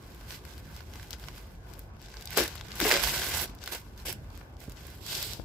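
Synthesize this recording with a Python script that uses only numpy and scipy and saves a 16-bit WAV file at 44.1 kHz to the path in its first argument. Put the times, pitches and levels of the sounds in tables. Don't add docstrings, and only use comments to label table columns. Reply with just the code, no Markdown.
import sys
import numpy as np
from scipy import signal
from scipy.fft import rfft, irfft
from scipy.io import wavfile

SR = 44100
rng = np.random.default_rng(int(sys.argv[2]) if len(sys.argv) > 2 else 0)


def nominal_scale(level):
    x = np.asarray(level, float) / 20
    return 10 ** x


def pcm_store(signal):
    levels = np.round(np.clip(np.atleast_2d(signal), -1, 1) * 32767)
    wavfile.write(sys.argv[1], SR, levels.astype(np.int16).T)


N = 239977
SLOW = 40


def rms_one(x):
    return x / np.sqrt(np.mean(x ** 2) + 1e-20)


def in_time(rows):
    s, *columns = np.transpose(rows)
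    return [np.interp(np.arange(N) / SR, s, column) for column in columns]


def at_hz(points, hz):
    table_hz, values = np.transpose(points)
    return np.interp(np.log(hz), np.log(table_hz), values)


def band(x, low_hz, high_hz, order=2):
    return signal.sosfilt(signal.butter(order, [low_hz, high_hz], "band", fs=SR, output="sos"), x)


def high_pass(x, hz):
    return signal.lfilter(*signal.butter(1, hz, "high", fs=SR), x)


def peak(x, hz, width_hz, db):
    return x + (nominal_scale(db) - 1) * signal.lfilter(*signal.iirpeak(hz, hz / width_hz, fs=SR), x)


def drift(per_s):
    r = np.exp(-2 * np.pi * SLOW * per_s / SR)
    noise = rng.standard_normal(N // SLOW + 2002)
    slow = signal.lfilter([1], [1, -2 * r, r * r], noise)[2000:]
    return np.interp(np.arange(N) / SLOW, np.arange(len(slow)), rms_one(slow))


def sides(pan_db):
    return nominal_scale(np.array([pan_db / 2, -pan_db / 2]))


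# pitch in Hz, level in dB per Hz.
RUMBLE_COLOUR = [(25, 4), (60, 3.5), (100, -2.5), (220, -13), (480, -22), (800, -21.5), (1150, -20),
                 (1700, -31.5), (2500, -36), (6000, -44.5), (16000, -53)]
# time in seconds, level in dB.
RUMBLE_LEVEL = [(0.0, -48), (0.8, -47.5), (2.3, -48.5), (2.8, -45.5), (3.36, -43), (3.68, -50), (4.15, -47),
                (4.76, -49), (5.44, -45.5)]
# pitch in Hz, likeness (1 same, -1 opposite).
RUMBLE_LIKENESS = [(60, 1), (180, 0.9), (550, 0.57), (1650, -0.24), (4970, -1.38), (15000, -1.8)]


def rumble(patchy_db=2.5):
    out = 0
    edges_hz = 28 * 2 ** np.arange(0, 9.4, .5)
    white = rng.standard_normal((2, 2, N + 8000))
    for k, (low, high) in enumerate(zip(edges_hz, edges_hz[1:])):
        mid, side = band(white[k % 2], low, high)[:, 8000:]
        hz = np.sqrt(low * high)
        alike = np.clip(at_hz(RUMBLE_LIKENESS, hz), -1, 1)
        gain = nominal_scale(at_hz(RUMBLE_COLOUR, hz) + patchy_db * drift(5.6))
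        out = out + gain * (np.sqrt(1 + alike) * mid + np.sqrt(1 - alike) * side * [[1], [-1]])
    return rms_one(out) * nominal_scale(in_time(RUMBLE_LEVEL)[0] + 3.0)


def porch(x):
    t60_s, first_echo_s = .2, .004
    t = np.arange(int(.3 * SR)) / SR
    noise = rng.standard_normal((2, len(t))) * nominal_scale(-60 * t / t60_s) * (t > first_echo_s)
    mid, side = band(noise, 290, 8000, order=1)
    side = high_pass(side, 450)
    tail = np.array([mid + side, mid - side])
    tail = tail / np.sqrt((tail ** 2).sum(axis=1, keepdims=True))
    return signal.oaconvolve(x, tail, axes=1)[:, :N]


# start in seconds, peak level in dB, pitch in Hz, time to fall 60 dB in seconds, left-right in dB.
KNOCKS = [
    (2.374, -21, 446, 0.11, -2),
    (2.417, -30.5, 322, 0.1, 3),
    (2.812, -27.5, 380, 0.11, 4),
    (2.826, -21, 308, 0.057, -3),
    (2.854, -22.5, 425, 0.17, 2),
    (2.94, -34, 566, 0.29, -12),
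    (4.68, -20, 115, 0.015, -3),
    (4.685, -33.5, 350, 0.016, -8),
    (5.393, -35, 116, 0.028, 28),
    (5.398, -29, 527, 0.0052, 22),
]


def knocks():
    out = np.zeros((2, N + 4000))
    t = np.arange(4000) / SR
    for s, peak_db, hz, t60_s, pan_db in KNOCKS:
        swing = np.sin(2 * np.pi * hz * t) * nominal_scale(peak_db - 60 * t / t60_s)
        start = int(s * SR)
        out[:, start:start + 4000] += swing * sides(pan_db)[:, None]
    return out[:, :N]


def snaps(count, t60_s, tail_db, apart_hz):
    t = np.arange(1400) / SR
    decay = nominal_scale(-60 * t / t60_s) + nominal_scale(tail_db - 60 * t / (6 * t60_s))
    mid, side = rng.standard_normal((count, 2, 1400)).transpose(1, 0, 2) * decay
    side = high_pass(side, apart_hz)
    return np.stack([mid + side, mid - side], axis=1)


ZONE_CENTRES_HZ = [330, 1200, 4500, 11500]


def zones(x):
    size = x.shape[-1]
    place = np.interp(np.log(np.fft.rfftfreq(size, 1 / SR) + 1), np.log(ZONE_CENTRES_HZ), np.arange(4))
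    spectrum = rfft(x)
    weights = [np.cos(np.pi / 2 * np.clip(place - k, -1, 1)) ** 2 for k in range(4)]
    return [irfft(spectrum * weight, size) for weight in weights]


# start in
# seconds, peak level in dB, body in dB against the peak, sizzle in dB against the peak before a fixed 15 dB
CREASES = [(.1471, -45, -21, -4), (.2892, -43, -19, -21), (.3067, -23, -12, -39),
           (0.4516, -39, -1, -11), (0.4906, -44, -14, -10), (.58, -35.5, -17, -16),
           (.7644, -34, -11, -14), (0.806, -36.5, -2, -20), (0.937, -33, -8, -20),
           (.9557, -37, -3, -18), (0.997, -39, 1, -24), (1.0294, -37, -4, -15),
           (1.1072, -26, -23, -9), (1.13, -24, -29, -24), (1.137, -33.5, -0.5, -15),
           (1.1974, -42.5, -20, -4.5), (1.2397, -33.5, -5, -28), (1.258, -45, -3, -24),
           (1.285, -29.5, -1.5, -19), (1.3803, -39, -2, -9), (1.7, -49, -20, -12),
           (1.7366, -37, -9, -15), (1.7922, -46, -6, 5.5), (2.0168, -43, -5, -6.5),
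           (2.061, -34.5, -30, -26), (2.141, -36, -3.5, -20), (2.169, -33, -7.5, -34),
           (2.2106, -33, -16, -15), (2.2235, -31, -23, -12), (2.256, -31.5, -22, -9),
           (2.2741, -22.5, -24, -26), (2.3057, -40, -9, 1.5), (2.328, -45.5, 12, -18),
                (2.3743, -12, -2.5, -8.5), (2.438, -31, 2, -3), (2.4784, -24, -26, -9),
                (2.555, -36, 2, -3.5), (2.579, -32, -32, -20), (2.611, -26, -7, -26), (2.684, -35, -4, -20),
                (2.7182, -25.5, -9, -33), (2.756, -42, -21, 4), (2.8018, -16.5, 0, -8.5),
                (2.8135, -18.5, 2.5, -14), (2.9051, -21.5, 6, -18), (2.9134, -13.5, 4, -20),
                (2.9207, -9, -7, -18), (3.0379, -15.5, -6, -14), (3.0737, -16, -3.5, -42),
           (3.478, -33, -19, -26), (3.498, -39, -23, -24), (3.5498, -45, -18, -5),
                 (3.5873, -36, -26, -33), (3.6164, -36, -19, -22), (3.639, -27, -11.5, -15),
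                 (3.66, -28, -26, -15), (3.6763, -22, -2, -17), (3.7219, -25, -6.5, -22),
                 (3.977, -39.5, -15, -12), (4, -37, -7, -26), (4.054, -48, -8, -11), (4.127, -30, -6, -4),
                 (4.303, -42, -25, -17), (4.244, -58.5, 11, -14), (4.353, -50, -16, -7),
                 (4.376, -38.5, -10, -11), (4.4135, -51, 15, -16), (4.5683, -44, -24, -21),
                 (4.6034, -41, -16, -7), (4.6965, -39.5, -23, -7), (4.7204, -41, -28, -10),
                 (4.771, -35.5, -23, -29), (4.8681, -45, -25, 3), (4.9018, -37.5, -20, -14),
                 (5.151, -17, -22, -31), (5.2273, -19, -19, -14), (5.064, -26, -15, -13),
                 (5.3339, -23, -18, -15)]


def creases():
    s, peak_db, body_db, sizzle_db = np.transpose(CREASES)
    pan_db = 4 * rng.standard_normal(len(s))
    shapes = snaps(count=len(s), t60_s=.004, tail_db=-7, apart_hz=3000)
    lead = 100
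    size = 1400 + lead
    _, body, middle, sizzle = zones(np.pad(shapes, ((0, 0), (0, 0), (lead, 0))))
    facet_hz = 4600 * 2 ** (.22 * rng.standard_normal((len(s), 1, 1)))
    octaves = np.log2((np.fft.rfftfreq(size, 1 / SR) + 1) / facet_hz)
    middle = irfft(rfft(middle) * (0.69 + np.exp(-(octaves / 0.61) ** 2)), size)
    cracks = 0
    for zone, db in [(body, body_db), (middle, -1.5), (sizzle, sizzle_db + 15.0)]:
        level = nominal_scale(peak_db + db)[:, None, None]
        cracks = cracks + zone / np.abs(zone).max(axis=(1, 2), keepdims=True) * level
    out = np.zeros((2, N + size))
    for start, crack, pan in zip((s * SR).astype(int), cracks, pan_db):
        out[:, start:start + size] += crack * sides(pan)[:, None]
    return out[:, lead:N + lead]


def tearing():
    from_s, to_s, bridges_per_s, depth_db = 3.05, 3.1, 100, 4.5
    t = np.arange(N) / SR
    turns = bridges_per_s * t + 0.35 * drift(50)
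    uneven = np.clip(1 + 0.33 * drift(36), 0, 2)
    return depth_db * (.5 - turns % 1) * (t > from_s) * (t < to_s) * uneven


# start in seconds, end in seconds, extra path in seconds, strength from 0 to 1.
MIRROR = [
    (4.04, 4.2, .00037, .3),
    (4.95, 5.44, .00023, .2),
]


def mirrored(x):
    out = x.copy()
    echo = (x + np.roll(x, 1, axis=1)) / 2
    for start_s, stop_s, lag_s, strength in MIRROR:
        a, b, lag = int(start_s * SR), min(int(stop_s * SR), N), int(lag_s * SR)
        both = x[:, a:b] + strength * echo[:, a - lag:b - lag]
        out[:, a:b] = both / np.hypot(1, strength)
    return out


def movement(rows):
    t = np.arange(0, N + SLOW, SLOW)[:, None] / SR
    at, rise, hold, fall, level_db = np.transpose(rows)
    away = np.maximum(np.maximum((at - t) / rise, (t - at - hold) / fall), 0)
    swing_db = 20
    return (nominal_scale(level_db - swing_db * away * (1 + away) / 2) ** 2).sum(axis=1) + 1e-30


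# full strength at seconds, rise in seconds, hold in seconds, fall in seconds, crackle level in dB.
FIDGETS = [(.03, 0.13, 0.084, 0.14, -61.5), (.24, 0.32, 0.022, 0.11, -57.5),
           (.32, 0.066, 0.03, 0.051, -45.5), (.47, 0.11, 0.12, 0.03, -56.5), (.77, 0.28, 0.014, 0.081, -54),
           (.94, 0.15, 0.11, .12, -54.5), (1.115, 0.022, 0.03, 0.02, -53), (1.23, 0.086, 0.015, 0.14, -53),
           (1.38, .12, 0, 0.087, -51.5), (1.47, 0.14, 0.065, 0.12, -62.5), (1.71, 0.13, 0.1, 0.11, -60),
           (2.765, .03, 0.029, .03, -43.5), (3.79, .04, 0.03, 0.092, -61), (3.87, 0.11, .07, 0.11, -65),
           (4.2, .1, .07, 0.11, -67.5), (4.47, .1, 0.08, 0.065, -70), (3.99, .04, 0.02, 0.065, -54.5),
           (4.32, 0.12, 0.08, 0.11, -61.5), (4.615, 0.046, .03, .07, -54.5),
           (4.7, 0.015, 0.023, .04, -59.5), (4.78, 0.054, .04, 0.086, -55), (4.87, 0.055, 0.087, 0.11, -55)]
GROPES = [
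    (2.018, 0.08, .06, 0.18, -57.5),
    (2.17, .12, 0.08, .1, -53),
    (2.332, .05, 0.032, 0.055, -41),
    (2.5, .05, 0.08, 0.069, -49),
    (2.65, 0.052, 0.031, .04, -56),
    (2.715, 0.05, 0.014, 0.05, -47),
    (3.49, .05, .01, 0.12, -57.5),
    (3.63, .07, 0.045, 0.061, -52),
    (3.689, .04, 0.044, 0.065, -43.5),
]
JERKS = [
    (2.379, .02, 0.002, 0.1, -27),
    (2.821, 0.029, 0.032, 0.14, -31),
]
STRAINS = [(2.88, 0.073, 0.045, .2, -27)]
RIPS = [
    (3.041, 0.036, 0.01, 0.19, -31.5),
    (3.141, 0.076, .3, 0.026, -34.5),
]
SLIDES = [
    (3.724, 0.0089, 0.0087, .065, -36),
    (4.055, .005, 0.035, .06, -38.5),
]
DRAGS = [
    (5.119, 0.1, 0.076, .2, -35),
    (5.3, .15, 0.022, 0.06, -42),
]
# sheet boom, body and sizzle in dB against the crackle,
# left-right in dB, share of smooth sliding from 0 to 1.
FIDGET_TONE = (-8.5, -4, -6, -0.5, 0.6)
GROPE_TONE = (-13.5, -5, -11, -0.5, 0.4)
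JERK_TONE = (-2, -2, -5.5, -0.2, .3)
STRAIN_TONE = (-8, -3, -8, 1, .3)
RIP_TONE = (-10.5, -4.5, -3.5, -1.5, .5)
SLIDE_TONE = (-7.5, -5, -3, -1.7, 0.4)
DRAG_TONE = (-16, -12.5, -8, -1.2, 0.74)
# boom, body, crackle and sizzle, all in dB.
AT_REST_DB = (-59.5, -79, -77, -93)


def hands():
    kinds = [FIDGETS, GROPES, JERKS, STRAINS, RIPS, SLIDES, DRAGS]
    tones = [FIDGET_TONE, GROPE_TONE, JERK_TONE, STRAIN_TONE, RIP_TONE, SLIDE_TONE, DRAG_TONE]
    power = np.array([movement(rows) for rows in kinds])
    boom, body, sizzle, pan, slide = np.transpose(tones)
    zone_db = np.array([boom, body, 0 * boom, sizzle])
    at_rest = nominal_scale(AT_REST_DB)[:, None]
    gains = np.sqrt(nominal_scale(zone_db) ** 2 @ power + at_rest ** 2)
    share = power / power.sum(axis=0)
    s = np.arange(power.shape[1]) * SLOW / SR
    *gains, pan_db, sliding = in_time(np.transpose([s, *gains, pan @ share, slide @ share]))
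    sway_db, sway_per_s = 4, 8.1
    return gains, pan_db + sway_db * drift(sway_per_s), sliding


def crackle(per_s=3000, spread_db=3.0, clump_db=2.5):
    gains, pan_db, slide = hands()
    busy_db, calm_share = -43.5, .3
    busy = np.clip(np.sqrt(gains[2] / nominal_scale(busy_db)), calm_share, 1)
    born = rng.random(N) < busy * per_s * nominal_scale(clump_db * drift(60)) / SR
    strength = nominal_scale(spread_db * np.minimum(rng.exponential(1, N), 5))
    buckles = rms_one(born * strength * rng.choice([-1, 1], N) / np.sqrt(busy))
    hiss = rng.standard_normal(N)
    source = np.sqrt(1 - slide) * buckles + np.sqrt(slide) * hiss
    source = source * nominal_scale(tearing())

    patches = 18
    patch = rng.integers(0, patches, N)
    shapes = snaps(count=patches, t60_s=0.0042, tail_db=-41.5, apart_hz=2740)[..., :400]
    film = 0
    for k in range(patches):
        film = film + signal.oaconvolve((source * (patch == k))[None], shapes[k], axes=1)[:, :N]
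    film = band(film, 242, 16000, order=3)
    film = peak(film, hz=365, width_hz=23, db=6)

    out = 0
    for zone, gain, trim_db in zip(zones(film), gains, [-3.5, -1.47, -2.0, 1.5]):
        flutter_db = 3.4 * (1 - slide) * drift(37)
        out = out + rms_one(zone) * gain * nominal_scale(trim_db + flutter_db)
    return mirrored(out) * sides(pan_db)


def scene():
    near = crackle() + creases() + knocks()
    return near + nominal_scale(-15) * porch(near) + rumble()


def band_limit(x):
    return signal.sosfilt(signal.butter(12, 17000, fs=SR, output="sos"), x)


# pitch in Hz, width in Hz, lift in dB.
MIC_PEAKS = [(1292, 445, -5.5), (1500, 120, 7), (1884, 108, -7), (2043, 88, 3), (7910, 690, 4.5),
             (8850, 4600, -8.5), (11640, 2250, 3)]


def record(dry):
    x = dry
    for hz, width_hz, db in MIC_PEAKS:
        x = peak(x, hz, width_hz, db)
    x = signal.sosfilt(signal.butter(8, 42, "high", fs=SR, output="sos"), x)
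    x = signal.sosfilt(signal.cheby2(18, 55, 15950, fs=SR, output="sos"), x)
    return band_limit(x)


dry = scene()
out = record(dry)
pcm_store(out)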